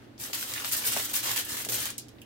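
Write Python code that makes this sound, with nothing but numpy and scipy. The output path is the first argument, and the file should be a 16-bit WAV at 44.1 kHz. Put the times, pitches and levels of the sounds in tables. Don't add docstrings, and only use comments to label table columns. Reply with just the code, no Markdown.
import sys
import numpy as np
from scipy import signal
from scipy.fft import rfft, irfft
from scipy.io import wavfile
from scipy.ndimage import uniform_filter1d

SR = 44100
rng = np.random.default_rng(int(sys.argv[2]) if len(sys.argv) > 2 else 0)


def int16_out(signal):
    q = np.round(np.clip(np.atleast_2d(signal).T, -1, 1) * 32767)
    wavfile.write(sys.argv[1], SR, q.astype(np.int16))


N = 99225

# pitch_hz, gain_db
AIR_TONE = [(15, -50), (25, -16), (60, -13), (105, -6.5), (170, -16.5), (215, -6.5), (291, -6),
            (400, -10.5), (480, -15.5), (540, -16.5), (620, -16), (1060, -25.5), (1800, -25), (2400, -29),
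            (3500, -30.5), (8000, -43.5), (15800, -47)]
# pitch_hz, correlation
AIR_LIKENESS = [(40, 0.33), (130, 0.97), (280, 0.62), (600, 0.083), (3000, 0.021)]
# pitch_hz, level_db
HUM_TONES = [(120, -60), (292, -61)]
# pitch_hz, fade_s
ROOM_FADE = [(200, 0.11), (1000, 0.22), (3500, 0.33), (9000, 0.17), (16000, 0.12)]
# start_s, length_s, level_db
HAND_PUSHES = [(0.173, 0.058, -57), (.59, 0.082, -59), (0.807, 0.27, -49), (1.212, .17, -50),
               (1.504, 0.055, -50), (1.626, 0.29, -51.5), (1.97, 0.41, -61)]
# pitch_hz, gain_db
TABLE_TONE = [(20, -20), (45, -12), (75, 0), (105, 2), (119, 15), (140, -7.5), (190, -9), (400, -30)]
# time_s, relative_level_db
BEND_LEVELS = [(.17, -69), (.21, -55.5), (.31, -57.5), (.38, -57), (.47, -59), (0.579, -58), (.65, -53),
               (.7, -76), (.8, -53), (.86, -47.5), (.93, -48), (.97, -42), (1.03, -60), (1.12, -55),
               (1.21, -64), (1.27, -48), (1.36, -59), (1.46, -62), (1.54, -48), (1.64, -67), (1.68, -44.5),
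               (1.82, -51.5), (1.9, -62), (1.96, -70)]
# pitch_hz, gain_db
BEND_TONE = [(60, -26), (160, -7.5), (215, -1), (340, 1.5), (520, 0), (640, -4.5), (900, -5.5), (1600, -31),
             (5000, -57)]
# pitch_hz, gain_db, fade_s
FOIL_NOTES = [(1716, -22, 0.18), (1849, -22.5, 0.21), (2830, -24, 0.2), (3210, -22.5, 0.1),
              (5160, -24, 0.17)]
# start_s, level_db, pitch_hz, width_octaves, left_minus_right_db
PATCH_SNAPS = [(.1795, -49.5, 5000, 0.52, 1), (0.2368, -33, 5700, 0.69, 2), (.297, -43, 450, 0.56, 8),
               (.3325, -29, 3600, 0.78, 2.5), (0.4266, -32.5, 2160, 1.13, 1), (.537, -27, 5140, 1.3, -1.5),
               (.554, -49, 6000, 1.5, 0), (.556, -37, 1750, 0.17, -9), (0.5778, -32, 2410, 0.59, 0),
               (0.641, -35.5, 1800, 2, 4), (.646, -27, 2600, 1.5, 1), (.6462, -40, 865, 0.43, -3),
               (0.7153, -30, 3600, 1.4, -3), (0.749, -29, 2800, 1.5, -3), (.9205, -27.5, 10400, 0.48, 4),
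               (0.9228, -28, 9000, .8, -5), (.9642, -28.5, 745, 0.41, -1), (0.965, -38, 1600, 0.49, -13),
               (0.9724, -28, 3800, 1.2, -2), (0.997, -31, 1820, 1.8, -3), (1.28, -45, 3000, 1.1, 0),
               (1.294, -33, 1930, 2, -14), (1.315, -24, 4500, 3.1, 1), (1.362, -30, 6000, 2.9, -9),
               (1.3753, -35, 2920, 1.2, 5), (1.381, -40, 1140, 1.2, -3), (1.406, -44, 4000, 1.5, 0),
               (1.449, -30.5, 12700, .5, -3), (1.649, -27.5, 8000, 1.3, -1), (1.665, -39, 450, 0.57, 3),
               (1.688, -33, 8000, 1.2, -3), (1.692, -39, 435, 0.4, 2.5), (1.7518, -40, 7000, 1.3, 4),
               (1.8028, -28.5, 8000, 0.41, 0), (1.8557, -25.5, 5000, 2, -4), (1.903, -30.5, 8300, 0.81, 0),
               (1.9803, -29, 9700, 0.78, -2.5), (1.984, -34, 5500, 0.79, 0), (1.996, -39, 6500, 0.9, -1),
               (2.084, -51.5, 5500, 0.9, -12), (2.09, -56, 5000, 1.3, 14), (2.1844, -54.5, 3000, 0.47, -1),
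               (2.217, -45.5, 2840, 0.17, -3), (2.2165, -46, 10000, 0.99, -5)]
# start_s, rise_s, hold_s, relative_level_db, brightness_db_per_octave
HAND_SQUEEZES = [(0, 0.0025, 0.04, -64, -7), (0.18, 0.031, 0.046, -35, 0.5),
                 (0.254, 0.0075, 0.053, -41.5, -1), (0.329, 0.0019, 0.022, -27.5, 0),
                 (0.368, 0.01, 0.058, -32.5, 0.5), (0.431, 0.049, 0.042, -33, -1),
                 (0.544, 0.005, 0.072, -33, -1.5), (0.646, 0.0053, 0.041, -31.5, 0.5),
                 (0.706, 0.019, .01, -22.5, 1.5), (.76, .005, 0.024, -28, 1.5),
                 (0.796, 0.024, 0.054, -32.5, -2.5), (0.833, 0.034, 0.016, -22.5, 1.5),
                 (0.89, 0.036, 0.08, -27.5, -.5), (1.014, 0.008, .033, -29.5, 1),
                 (1.069, 0.027, 0.015, -33, -1), (1.128, 0.0098, 0.0041, -24, 1),
                 (1.149, 0.0043, 0.011, -21.5, 1), (1.18, 0.0037, 0.014, -30, -0.5),
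                 (1.223, 0.011, 0.027, -28, -2.5), (1.254, 0.0097, 0.054, -28.5, -2),
                 (1.324, 0.009, 0.014, -30.5, 0), (1.357, 0.0037, .038, -25.5, -0.5),
                 (1.437, 0.018, 0.039, -38.5, -1), (1.478, 0.017, 0.056, -31.5, -.5),
                 (1.562, 0.0089, 0.047, -30, -0.5), (1.644, 0.0017, 0.0044, -34.5, 0),
                 (1.686, 0.0013, .012, -26.5, 1), (1.707, 0.014, .035, -25.5, 0.5),
                 (1.763, 0.025, 0.039, -29, -1), (1.825, .008, 0.041, -33, -1),
                 (1.871, .005, 0.019, -39.5, -3.5)]
# pitch_hz, gain_db
CREASE_TONE = [(250, -24), (500, 0), (680, -6.5), (950, -3.5), (1750, -1.5), (2200, -3), (3150, 0.4),
               (4500, -0.9), (8900, 0.5), (10900, -2.5), (13300, 2.5), (15800, -2)]
# pitch_hz, left_minus_right_db
MIC_BALANCE = [(60, 0), (130, 0.5), (260, -3.5), (500, -2.5), (1500, -0.5), (4000, .5)]


def amp(db):
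    return 10 ** (np.asarray(db) / 20)


def unit_rms(x):
    return x / np.sqrt(np.mean(x ** 2) + 1e-20)


def unit_energy(x):
    return x / np.sqrt(np.sum(x ** 2, -1, keepdims=True) + 1e-20)


def look_up(table, hz):
    pitches, values = np.transpose(table)
    return np.interp(np.log(hz + 1), np.log(pitches + 1), values)


def add(mix, start_s, sound):
    part = mix[:, max(round(start_s * SR), 0):][:, :sound.shape[1]]
    part += sound[:, :part.shape[1]]


def shape_tone(x, table):
    return irfft(rfft(x) * amp(look_up(table, np.fft.rfftfreq(N, 1 / SR))), N)


def resonate(x, hz, octaves):
    pitches = abs(np.fft.fftfreq(x.shape[1], 1 / SR)) + 1
    log_gain = np.maximum(-0.5 * (np.log2(pitches / hz) / octaves) ** 2, -8)
    response = np.exp(np.conj(signal.hilbert(log_gain)))
    return unit_energy(np.fft.ifft(np.fft.fft(x) * response).real)


def changing_echo(x, make_echo, step_s=0.06):
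    out, hop = np.zeros((2, N)), round(step_s * SR)
    padded = np.pad(x, ((0, 0), (0, 2 * hop)))
    window = np.sin(np.pi * np.arange(2 * hop) / (2 * hop))
    for at in range(0, N, hop):
        piece = padded[:, at:at + 2 * hop] * window
        add(out, at / SR, signal.fftconvolve(piece, make_echo(), axes=1))
    return out


def ventilation(level_db=-52):
    left, other = rfft(rng.standard_normal((2, N)))
    alike = look_up(AIR_LIKENESS, np.fft.rfftfreq(N, 1 / SR))
    right = alike * left + np.sqrt(1 - alike ** 2) * other
    return amp(level_db) * unit_rms(shape_tone(irfft([left, right], N), AIR_TONE))


def appliance_hum(waver_depth=0.15, drift_radians=0.48):
    t, out = np.arange(N) / SR, np.zeros(N)
    for hz, db in HUM_TONES:
        noise = rng.standard_normal((2, N))
        waver, drift = unit_rms(uniform_filter1d(uniform_filter1d(noise, 4000), 4000))
        tone = np.sin(2 * np.pi * hz * t + drift_radians * drift)
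        out += amp(db) * unit_rms((1 + waver_depth * waver) * tone)
    return out


def room_echo(x, gain_db=-3.5, rise_s=0.0051, samples=12000):
    def tail():
        hz, t, spectrum = signal.stft(rng.standard_normal((2, samples)), SR, nperseg=256)
        fade = amp(-60 * t / look_up(ROOM_FADE, hz)[:, None])
        echo = signal.istft(spectrum * fade, SR, nperseg=256)[1]
        rise = np.minimum(np.arange(echo.shape[1]) / SR / rise_s, 1)
        return unit_energy(echo * rise)
    return amp(gain_db) * changing_echo(x, tail)


def table_rumble():
    t = np.arange(N) / SR
    push = sum(amp(db) * np.sin(np.pi * np.clip((t - start_s) / length_s, 0, 1))
               for start_s, length_s, db in HAND_PUSHES)
    return push * unit_rms(shape_tone(rng.standard_normal(N), TABLE_TONE))


def foil_bending(knocks_per_s=600, gain_db=-2.5, shared=0.78):
    times, levels = np.transpose(BEND_LEVELS)
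    level_db = np.interp(np.arange(N) / SR, times, levels, left=-100, right=-100)
    knocks = (rng.random((3, N)) < knocks_per_s / SR) * rng.standard_normal((3, N))
    stereo = np.sqrt(shared) * knocks[2] + np.sqrt(1 - shared) * knocks[:2]
    return unit_rms(shape_tone(stereo, BEND_TONE)) * amp(gain_db + level_db)


def foil_ring(x, wash_fade_s=0.054, wash_db=-0.5, samples=6000):
    t = np.arange(samples) / SR

    def ring():
        wash = rng.standard_normal((2, samples)) * amp(-60 * t / wash_fade_s)
        out = amp(wash_db) * unit_energy(wash)
        for hz, db, fade_s in FOIL_NOTES:
            note = np.sin(2 * np.pi * (hz * t + rng.random((2, 1))))
            out += amp(db) * unit_energy(note * amp(-60 * t / fade_s))
        return out
    return changing_echo(x, ring)


def one_snap(hz, octaves, decay_s=0.0027, pulse=0.28, alike_below_hz=2470, samples=1024):
    fade = np.exp(-np.arange(samples) / SR / decay_s)
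    shared = np.exp(-hz / alike_below_hz)
    noise = rng.standard_normal((3, samples))
    burst = unit_energy((np.sqrt(1 - shared) * noise[:2] + np.sqrt(shared) * noise[2]) * fade)
    burst[0, 0] += pulse
    burst[1, 2] += pulse
    toneless = irfft(np.exp(1j * np.angle(rfft(burst))), samples)
    return resonate(toneless * np.sqrt(fade), hz, octaves)


def foil_snaps(body_s=0.0017):
    out = np.zeros((2, N))
    for start_s, db, hz, octaves, side_db in PATCH_SNAPS:
        gains = amp([[db + side_db / 2], [db - side_db / 2]]) * np.sqrt(body_s * SR)
        add(out, start_s, gains * one_snap(hz, octaves))
    return out


def foil_creases(creases_per_s=3600, decay_s=0.00065, release_s=0.017, spread_db=2, gain_db=-4.5):
    t, out = np.arange(N) / SR, np.zeros((2, N))
    squeezes = []
    for start_s, rise_s, hold_s, _, _ in HAND_SQUEEZES:
        grip = np.clip((t - start_s) / rise_s, 0, 1)
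        let_go = np.exp(-np.maximum(t - start_s - rise_s - hold_s, 0) / release_s)
        squeezes.append(grip * let_go)
    level_db, brightness = np.transpose(HAND_SQUEEZES)[3:]
    pitches = np.geomspace(800, 18000, 16)
    for hz in pitches:
        chance = np.sqrt(hz) / np.sqrt(pitches).sum() * creases_per_s / SR
        clicks = (rng.random(N) < chance) * amp(spread_db * np.minimum(rng.exponential(1, N), 3))
        click_power = signal.lfilter([1], [1, -np.exp(-2 / (decay_s * SR))], clicks ** 2 + 1e-12)
        strengths = amp(level_db + brightness * np.log2(hz / 7000))
        effort = np.sqrt(strengths ** 2 @ np.square(squeezes) * hz / pitches.sum())
        bursts = unit_rms(np.sqrt(click_power)) * effort * rng.standard_normal((2, N))
        ring = resonate(signal.unit_impulse(512)[None], hz, octaves=0.92)
        out += signal.fftconvolve(bursts, ring, axes=1)[:, :N]
    return amp(gain_db) * shape_tone(out, CREASE_TONE)


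def scene():
    buckles = foil_creases() + foil_snaps()
    direct = buckles + foil_bending()
    foil = direct + foil_ring(buckles) + room_echo(direct)
    return foil + table_rumble() + ventilation() + appliance_hum()


def record(dry, cutoff_hz=15900):
    left = shape_tone(dry[0], np.multiply(MIC_BALANCE, [1, 0.5]))
    right = shape_tone(dry[1], np.multiply(MIC_BALANCE, [1, -0.5]))
    treble_cut = signal.firwin(511, cutoff_hz, window=("kaiser", 9), fs=SR)
    return signal.oaconvolve(np.array([left, right]), treble_cut[None], "same")


dry = scene()
out = record(dry)
int16_out(out)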